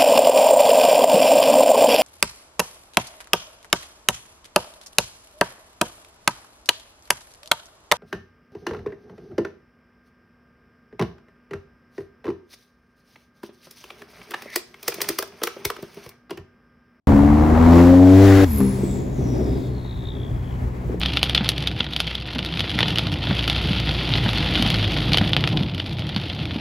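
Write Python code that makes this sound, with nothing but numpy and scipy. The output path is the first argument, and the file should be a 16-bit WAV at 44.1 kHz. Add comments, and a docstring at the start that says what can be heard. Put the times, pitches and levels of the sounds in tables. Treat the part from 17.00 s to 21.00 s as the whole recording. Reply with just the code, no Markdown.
"""The exhaust of a turbocharged six-cylinder sports car, close by, drones in harmonics of the firing rate.
Noise pulsed by the firings adds rasp and intake hiss as the car pulls; then the throttle shuts and revs drop.
The turbo vents in a falling whistle, chopped into chirps at the firing rate, with hiss from the open valve.
Damped resonances make the exhaust burbles and a few bumps; coloured noise makes cracks and road rumble."""
import sys
import numpy as np
from scipy import signal
from scipy.fft import rfft, irfft
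from scipy.io import wavfile

SR = 44100
rng = np.random.default_rng(int(sys.argv[2]) if len(sys.argv) > 2 else 0)


def master_out(mix):
    """Clip the mix to full scale and print it as 16-bit PCM to the path in sys.argv[1]."""
    frames = np.transpose(np.atleast_2d(mix))
    ceiling = np.clip(frames, -1, 1)
    pcm = np.round(ceiling * 32767).astype(np.int16)
    wavfile.write(sys.argv[1], SR, pcm)


N = 176400
T = np.arange(N) / SR  # time in s
HZ = np.fft.rfftfreq(N, 1 / SR)

# Levels are source levels, ahead of the duct, the left-right balance and the ceiling.
# Engine speed: time_s, firing_rate_hz
FIRING_RATE = [(.07, 70), (.15, 69.56), (.44, 76.58), (.77, 85.66), (1.13, 94.13), (1.25, 98.1),
               (1.33, 96.5), (1.44, 96.7), (1.49, 80.42), (1.53, 73.54), (1.6, 66.57), (1.72, 65.12),
               (2.45, 62.72), (4, 60.94)]
# Firing harmonics, throttle open: time_s, harmonic_1_db, harmonic_2_db, harmonic_3_db, harmonic_4_db
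OPEN_HARMONICS = [(.08, -19.5, -26.5, -17, -19), (.16, -29.5, -30, -16.5, -12.5),
                  (.32, -20, -24.5, -16, -17.5), (.48, -19, -28, -21.5, -22.5),
                  (.62, -14.5, -23.5, -13, -41), (.77, -13, -15, -12, -14), (.95, -17, -21.5, -9, -30.5),
                  (1.1, -14.5, -20.5, -9.5, -24.5), (1.24, -10, -22, -11.5, -16.5),
                  (1.44, -15, -29.5, -13.5, -21.5)]
# Firing harmonics, throttle shut: time_s, harmonic_1_db, harmonic_2_db, harmonic_3_db, harmonic_4_db
SHUT_HARMONICS = [(1.46, -22.5, -40, -24.5, -52), (1.55, -26.5, -48, -24, -35),
                  (1.585, -21.5, -33, -28, -29), (1.615, -49, -24.5, -16.5, -20),
                  (1.78, -35.5, -31.5, -29.5, -37.5), (2.1, -34.5, -31, -40, -49),
                  (2.4, -28.5, -25.5, -41.5, -35), (2.9, -33.5, -35.5, -40, -49),
                  (3.2, -37, -35, -50, -45.5), (3.65, -30.5, -32, -45, -45.5), (4, -33.5, -37.5, -36, -51)]
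# Common gain of the upper harmonics and uneven orders: time_s, gain_db
UPPER_GAIN = [(.07, -38.5), (.45, -38.5), (.8, -26), (1.05, -25.5), (1.25, -22.5), (1.44, -26.5),
              (1.5, -44), (1.58, -35), (1.63, -26), (1.85, -47.5), (2.1, -59), (2.4, -32), (2.9, -51.5),
              (4, -45)]
# Pipe colour of harmonics 5 to 13: frequency_hz, relative_level_db
PIPE_COLOUR = [(330, -10.5), (395, 2), (440, -3), (485, 2), (560, -3), (610, -5), (670, -8), (780, -13),
               (1300, -28)]
# Colour of the uneven orders: frequency_hz, relative_level_db
UNEVEN_COLOUR = [(65, -11.5), (130, -23), (260, 0), (400, -16), (560, -5), (850, -11.5), (1200, -21),
                 (1700, -23), (2500, -10)]
# Exhaust rasp: time_s, level_db
RASP_LEVELS = [(.07, -19), (.15, -21), (.35, -23.5), (.55, -19), (.78, -17), (.95, -26), (1.1, -39.5),
               (1.3, -33), (1.44, -23.5)]
# Exhaust rasp: frequency_hz, relative_density_db_per_hz
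RASP_SPECTRUM = [(12, -31), (30, -4.5), (55, 3), (110, -11), (170, -10.5), (290, 3), (450, -10.5),
                 (750, -5), (1100, -10.5), (1500, -19), (2100, -24), (2900, -36.5), (6000, -47),
                 (16000, -47.5)]
# Intake hiss: time_s, level_db
HISS_LEVELS = [(.07, -43), (.3, -45), (.55, -43), (.78, -31.5), (1, -38.5), (1.13, -33), (1.27, -27.5),
               (1.44, -28.5)]
# Intake hiss: frequency_hz, relative_density_db_per_hz
HISS_SPECTRUM = [(500, -11), (1500, 10), (2800, 2.5), (4200, -0.5), (8000, -5.5), (15500, -5)]
# Intake resonance at full boost: time_s, level_db
HOWL_LEVELS = [(1.15, -58), (1.3, -28), (1.44, -33.5)]
# Sharp exhaust cracks: start_s, level_db
CRACK_EVENTS = [(.173, -29), (0.728, -20), (0.788, -19), (1.604, -26.5)]
# Wheel rumble: time_s, level_db
RUMBLE_LEVELS = [(.07, -14.5), (.7, -29.5), (1.1, -35), (1.6, -27.5), (2.1, -31), (2.3, -30), (2.85, -36),
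                 (2.97, -27.5), (3.18, -34.5), (3.33, -25.5), (3.45, -32), (3.7, -28), (3.8, -44),
                 (3.88, -22), (4, -44)]
# Drumming car body: time_s, level_db
BODY_LEVELS = [(.07, -26), (1.5, -47), (1.76, -31.5), (1.86, -28), (2.16, -30), (2.33, -23.5),
               (2.62, -27.5), (2.9, -41), (3.2, -35.5), (3.44, -39), (3.65, -35), (3.82, -40),
               (3.92, -35.5), (4, -33.5)]
# Tyre roar: time_s, level_db
ROAR_LEVELS = [(.07, -37), (1.6, -37.5), (2.1, -46.5), (2.35, -42), (2.85, -47), (3.25, -46), (3.6, -43),
               (4, -45)]
# Wheel rumble: frequency_hz, relative_density_db_per_hz
RUMBLE_SPECTRUM = [(15, -32), (28, -16), (48, 3), (70, 0), (110, 0.5), (200, -16.5), (600, -56.5)]
# Drumming car body: frequency_hz, relative_density_db_per_hz
BODY_SPECTRUM = [(50, -18), (120, -3), (230, 1), (310, -1), (410, -1), (470, -12.5), (620, -10.5),
                 (800, -19), (1300, -39), (4000, -57)]
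# Tyre roar: frequency_hz, relative_density_db_per_hz
ROAR_SPECTRUM = [(200, -14), (600, 4), (1000, 5), (1400, -3), (2100, -4), (3000, -15), (5000, -21),
                 (12000, -24)]
# Turbo whistle: time_s, pitch_hz, level_db
WHISTLE_GLIDE = [(1.46, 12470, -44), (1.52, 11950, -30.5), (1.585, 11720, -31.5), (1.62, 11000, -38),
                 (1.75, 9435, -39), (1.96, 7310, -46.5), (2.08, 6885, -59), (2.3, 5690, -47.5),
                 (2.45, 5300, -53), (2.68, 4420, -60), (2.78, 4143, -55), (2.9, 3840, -47),
                 (2.98, 3756, -53), (3.09, 3660, -43.5), (3.17, 3450, -49), (3.26, 3320, -49),
                 (3.36, 3270, -61.5), (3.5, 3100, -52), (3.75, 2807, -76)]
# Air through the open valve: time_s, level_db
VENT_LEVELS = [(1.45, -40.5), (1.6, -39.5), (1.92, -43.5), (2.08, -53), (2.3, -49.5), (2.675, -50.5),
               (2.7, -56), (3.2, -77), (4, -72)]
# Air through the open valve: frequency_hz, relative_density_db_per_hz
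VENT_SPECTRUM = [(800, -57), (1400, -9), (2200, 7), (2900, -2.5), (4300, 0.5), (7000, 0), (15500, -1)]
# Soft band of hiss while the valve leaks: time_s, level_db
RING_LEVELS = [(1.7, -80), (1.92, -52.5), (2.1, -65), (2.67, -51), (2.7, -61), (3, -55), (3.6, -88)]
# Intake duct resonances that the whistle sweeps through: centre_hz, half_width_hz, gain_db
DUCT_PEAKS = [(3356, 95, 9), (3710, 140, 7.5), (4290, 160, 6.5), (5000, 190, 7.5), (5654, 190, 5),
              (6900, 320, 3)]
# Transmission along the intake duct: frequency_hz, gain_db
DUCT_GAIN = [(2800, -4.5), (3400, -6), (5500, -5.5), (8000, -0.5), (11000, -2)]
# Knocks through the body: start_s, level_db, pitch_hz
BUMP_EVENTS = [(1.605, -13.5, 310), (3.896, -14.5, 395), (3.904, -15.5, 248), (3.943, -18, 422)]
# Exhaust burbles with the throttle shut: start_s, level_db
BURBLE_EVENTS = [(1.787, -21.5), (1.832, -16.5), (1.925, -22), (1.993, -23.5), (2.19, -19.5),
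                 (2.405, -18.5)]
# Silencer modes: pitch_hz, relative_level_db, t60_s
SILENCER_MODES = [(131.9, -9, .08), (254.6, 1, 0.098), (366.7, -0.5, 0.091), (402.4, -2, .1),
                  (603.5, -13.5, 0.063)]
# Left-right likeness of engine and vent noise: frequency_hz, coherence
ENGINE_COHERENCE = [(60, .99), (280, 0.5), (640, 0.6), (1400, 0.45), (3100, 0.8), (6800, 0.5),
                    (15000, -0.5)]
# Left-right likeness of road noise: frequency_hz, coherence
ROAD_COHERENCE = [(130, 0.95), (290, 0.76), (640, -0.053), (1400, -0.29), (3100, 0.71), (15000, 0.25)]
# Balance of exhaust and intake: frequency_hz, left_minus_right_db
ENGINE_BALANCE = [(60, 0), (110, 3), (200, 2.5), (380, 5), (700, 1.5), (2380, 4), (4400, 3), (8120, 0.5)]
# Balance of whistle, road, burbles and bumps: frequency_hz, left_minus_right_db
ROAD_BALANCE = [(60, .5), (380, 0.44), (700, 5.7), (1300, 1.5), (4400, 3.4), (8000, .5)]
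# Microphone notches: centre_hz, half_width_hz, gain_db
NOTCHES = [(9030, 580, -30), (13100, 570, -27)]

START_S = .072
LIFT_S, SHUT_S = 1.445, 0.0034  # the throttle begins to shut, and its closing time
UNEVEN_DB = -9  # uneven orders relative to the upper harmonics
OVERRUN_DULL_HZ = 418  # throttle shut: the upper harmonics fall away above this
HOWL_HZ, HOWL_WIDTH_HZ = 1700, 533
CRACK_T60_S, CRACK_HZ, CRACK_WIDTH_HZ = 0.091, 800, 1200
WHISTLE_WIDTH = .11  # sets the bandwidth of the airy whistle in proportion to its pitch
CHIRP_SETTLE = .26  # share of a firing over which each chirp levels out
CHIRP_SAG = 0.41  # relative pitch fall per firing at the middle of a chirp
CHIRP_SCATTER, CHIRP_SPREAD_DB = .015, 1.2  # pitch (relative) and strength vary from firing to firing
AIRY = .52  # noisy share at 4 kHz
SPIT_S, SPIT_LENGTH_S, SPIT_DB, SPIT_HZ, SPIT_WIDTH_HZ = 1.585, 0.0042, -23.5, 11400, 2100
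PORT_DELAY_US = 20  # the whistle reaches the two microphones this far apart
RING_HZ, RING_WIDTH_HZ = 3640, 510
BUMP_RISE_S, BUMP_T60_S = 0.0014, 0.036
BURBLE_RISE_S = 0.0026
EDGE_HZ = 15900  # upper band limit


def amp(db):
    """Level law: decibels to amplitude ratio."""
    return 10 ** (np.asarray(db) / 20)


def unit(x):
    """Power normalisation to rms 1."""
    return x / np.sqrt(np.mean(abs(x) ** 2) + 1e-20)


def curve(rows):
    """Linear interpolation in time of every column after the first."""
    times, *columns = np.transpose(rows)
    return np.squeeze([np.interp(T, times, column) for column in columns])


def read(points, hz):
    """Interpolation of a spectrum on a logarithmic frequency axis."""
    f, value = np.transpose(points)
    return np.interp(np.log(hz + 1), np.log(f + 1), value)


def wander(rate_hz):
    """Low-pass random fluctuation of about rms 1."""
    step = 64  # samples between knots
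    z = rng.standard_normal(3072)
    knot_hz = np.fft.rfftfreq(len(z), step / SR)
    slow = irfft(rfft(z) * np.exp(-(knot_hz / rate_hz) ** 2))
    return np.interp(np.arange(N), np.arange(len(z)) * step, unit(slow))


def bells(rows):
    """Resonance gains: Gaussian peaks or notches, summed in decibels."""
    return amp(sum(db * np.exp(-((HZ - hz) / width) ** 2) for hz, width, db in rows))


def air_band(hz, width_hz):
    """Turbulence through one resonance: noise in a Gaussian band, rms 1."""
    band = np.exp(-((HZ - hz) / width_hz) ** 2)
    return unit(irfft(rfft(rng.standard_normal(N)) * band, N))


def noise(spectrum, likeness):
    """Partial coherence: coloured noise at two microphones from a shared and a separate source."""
    shared, separate = rfft(rng.standard_normal((2, N)))
    coherence = np.clip(read(likeness, HZ), -1, 1)
    other = coherence * shared + np.sqrt(1 - coherence ** 2) * separate
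    return unit(irfft(np.array([shared, other]) * amp(read(spectrum, HZ)), N))


def lean(x, balance):
    """Interchannel level difference, shared equally between left and right in each band."""
    return irfft(rfft(x) * amp(np.outer([.5, -.5], read(balance, HZ))), N)


def throttle():
    """Flow gating: 1 while the throttle is open, falling smoothly to 0 as it shuts."""
    return np.exp(-(np.maximum(T - LIFT_S, 0) / SHUT_S) ** 2)


def puffs(turns, width, between, spread_db):
    """Pulsating flow: one puff of random strength per firing over a steady leak; width in firings."""
    strength = amp(spread_db * rng.standard_normal(N))[turns.astype(int)]
    pulse = np.exp(-((turns % 1 - .5) / width) ** 2)
    return unit(abs(between) + strength * pulse)


def partial(turns, flutter):
    """Quadrature modulation: one engine order whose height and phase flutter."""
    angle = (2 * np.pi * (turns + rng.random())).astype(np.float32)
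    in_phase = (1 + flutter * wander(rate_hz=20.5)) * np.cos(angle)
    quadrature = flutter * wander(rate_hz=44) * np.sin(angle)
    return np.sqrt(2) * (in_phase + quadrature)


def exhaust(turns):
    """Harmonic series: four strong firing harmonics, pipe-coloured upper ones, orders of uneven cylinders."""
    rate, gas_on = curve(FIRING_RATE), throttle()
    low = gas_on * amp(curve(OPEN_HARMONICS)) + (1 - gas_on) * amp(curve(SHUT_HARMONICS))
    open_flutter = np.interp(rate, [72, 88], [.22, .05])
    shut_flutter = np.interp(rate, [63, 66], [.38, .14])
    flutter = gas_on * open_flutter + (1 - gas_on) * shut_flutter
    drone = sum(gain * partial(k * turns, flutter) for k, gain in enumerate(low, 1))

    upper = np.zeros(N)
    for k in range(5, 14):
        dull = (1 - gas_on) * (k * rate / OVERRUN_DULL_HZ) ** 16
        gain = amp(read(PIPE_COLOUR, k * rate) + 2.8 * wander(rate_hz=7.7))
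        upper += gain * partial(k * turns, flutter=0.29) / np.sqrt(1 + dull)

    # crank orders at thirds between the harmonics, then whole harmonics 14 to 21
    orders = [k / 3 for k in range(1, 42) if k % 3] + list(range(14, 22))
    uneven = np.zeros(N)
    for k in orders:
        gain = amp(read(UNEVEN_COLOUR, k * rate) + 3.0 * wander(rate_hz=7.6))
        uneven += gain * partial(k * turns, flutter=0.23)
    return drone + amp(curve(UPPER_GAIN)) * (upper + amp(UNEVEN_DB) * gas_on * uneven)


def rasp_and_hiss(turns):
    """Modulated turbulence: exhaust rasp and intake hiss pulse with the firings until the throttle shuts."""
    rasp = amp(curve(RASP_LEVELS)) * noise(RASP_SPECTRUM, ENGINE_COHERENCE)
    rasp = rasp * puffs(turns, width=0.28, between=1.0, spread_db=2)
    hiss = amp(curve(HISS_LEVELS)) * noise(HISS_SPECTRUM, ENGINE_COHERENCE)
    howl = amp(curve(HOWL_LEVELS)) * air_band(HOWL_HZ, HOWL_WIDTH_HZ)
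    intake = (hiss + howl) * puffs(turns, width=0.019, between=5.3, spread_db=9)
    return throttle() * (rasp + intake)


def road():
    """Broadband excitation: wheels rumble, the body drums over rough asphalt and the tyres roar."""
    rumble = amp(curve(RUMBLE_LEVELS)) * noise(RUMBLE_SPECTRUM, ROAD_COHERENCE)
    rough = wander(rate_hz=24)  # moves body and tyre levels together
    body = amp(curve(BODY_LEVELS) + 1.4 * rough) * noise(BODY_SPECTRUM, ROAD_COHERENCE)
    roar = amp(curve(ROAR_LEVELS) + 0.99 * rough) * noise(ROAR_SPECTRUM, ROAD_COHERENCE)
    return rumble + body + roar


def cracks():
    """Exponential decay: each exhaust crack is a sudden burst of band noise that dies away."""
    bursts = np.zeros(N)
    for start_s, level_db in CRACK_EVENTS:
        age = np.maximum(T - start_s, 0)
        bursts += (T > start_s) * amp(level_db - 60 * age / CRACK_T60_S)
    return bursts * air_band(CRACK_HZ, CRACK_WIDTH_HZ)


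def whistle(turns):
    """Frequency modulation: the slowing turbo gives one falling chirp a firing, airiest at high pitch."""
    pitch, level_db = curve(WHISTLE_GLIDE)
    # within each firing the pitch holds, falls and levels out
    phase = np.maximum(turns % 1 - .5, -CHIRP_SETTLE)
    hook = CHIRP_SETTLE * np.expm1(-phase / CHIRP_SETTLE)
    chirp = 1 + CHIRP_SAG * hook + CHIRP_SCATTER * rng.standard_normal(N)[turns.astype(int)]
    clear = np.exp(2j * np.pi * np.cumsum(pitch * chirp) / SR)

    # airy part: a carrier times random knots that pass at a rate proportional to pitch
    knots = np.arange(N // 10)
    position = np.cumsum(pitch) / SR * 2 * WHISTLE_WIDTH
    blur = [np.interp(position, knots, v) for v in rng.standard_normal((2, len(knots)))]
    rush = unit(blur[0] + 1j * blur[1]) * np.exp(2j * np.pi * np.cumsum(pitch) / SR)

    airy = np.clip(AIRY * (pitch / 4000) ** 1.6, 0, .9)
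    chirps = np.sqrt(1 - airy ** 2) * clear
    chirps = chirps * puffs(turns, width=0.15, between=0, spread_db=CHIRP_SPREAD_DB)
    breath = airy * rush * puffs(turns, width=0.066, between=1.0, spread_db=CHIRP_SPREAD_DB)
    # the valve spits once
    spit = amp(SPIT_DB) * np.exp(-((T - SPIT_S) / SPIT_LENGTH_S) ** 2)
    spit = spit * unit(signal.hilbert(air_band(SPIT_HZ, SPIT_WIDTH_HZ)))
    tone = amp(level_db) * (chirps + breath) + spit
    lead = pitch * PORT_DELAY_US / 10 ** 6  # phase lead of the right side, in cycles
    return np.sqrt(2) * np.array([tone, tone * np.exp(2j * np.pi * lead)]).real


def blow_off(turns):
    """Duct filtering: whistle and valve hiss start as the throttle shuts and pass the resonant intake duct."""
    vent = amp(curve(VENT_LEVELS)) * noise(VENT_SPECTRUM, ENGINE_COHERENCE)
    ring = amp(curve(RING_LEVELS)) * air_band(RING_HZ, RING_WIDTH_HZ)
    released = (1 - throttle()) * (whistle(turns) + vent + ring)
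    return irfft(rfft(released) * bells(DUCT_PEAKS) * amp(read(DUCT_GAIN, HZ)), N)


def bumps():
    """Damped oscillation: each short dull knock is one decaying sine."""
    out = np.zeros(N)
    for start_s, level_db, pitch_hz in BUMP_EVENTS:
        age = np.maximum(T - start_s, 0)
        envelope = np.minimum(age / BUMP_RISE_S, 1) * amp(level_db - 60 * age / BUMP_T60_S)
        out += envelope * np.sin(2 * np.pi * pitch_hz * age)
    return out


def burbles():
    """Modal response: late-burning fuel thumps the silencer, whose modes ring a little differently each time."""
    out, t = np.zeros(N), T[:SR // 4]
    for start_s, level_db in BURBLE_EVENTS:
        ring = np.zeros(len(t))
        for pitch_hz, mode_db, t60_s in SILENCER_MODES:
            shifted_hz = pitch_hz * (1 + 0.033 * rng.standard_normal())
            ring += amp(mode_db - 60 * t / t60_s) * np.sin(2 * np.pi * shifted_hz * t)
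        rise = np.minimum(t / BURBLE_RISE_S, 1)
        out[round(start_s * SR):][:len(t)] += amp(level_db) * rise * ring
    return out


def scene():
    """Superposition: one firing rate drives exhaust, intake and whistle; all leans a little to the left."""
    unsteady_rate = curve(FIRING_RATE) * (1 + 0.0013 * wander(rate_hz=17.1))
    turns = np.cumsum(unsteady_rate) / SR  # firings so far
    engine = exhaust(turns) + rasp_and_hiss(turns) + cracks()
    others = road() + blow_off(turns) + bumps() + burbles()
    return lean(engine, ENGINE_BALANCE) + lean(others, ROAD_BALANCE)


def record(dry):
    """Saturation and filtering: rounded peaks, two microphone notches, an abrupt start and a band limit."""
    ceiling = 0.88
    held = dry / (1 + (dry / ceiling) ** 8) ** (1 / 8)
    notched = irfft(rfft(held) * bells(NOTCHES), N)
    heard = notched * np.where(T > START_S, 1, amp(-74))
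    low_pass = signal.firwin(511, EDGE_HZ, window=("kaiser", 9), fs=SR)
    return signal.oaconvolve(heard, low_pass[None], "same")


dry = scene()
out = record(dry)
master_out(out)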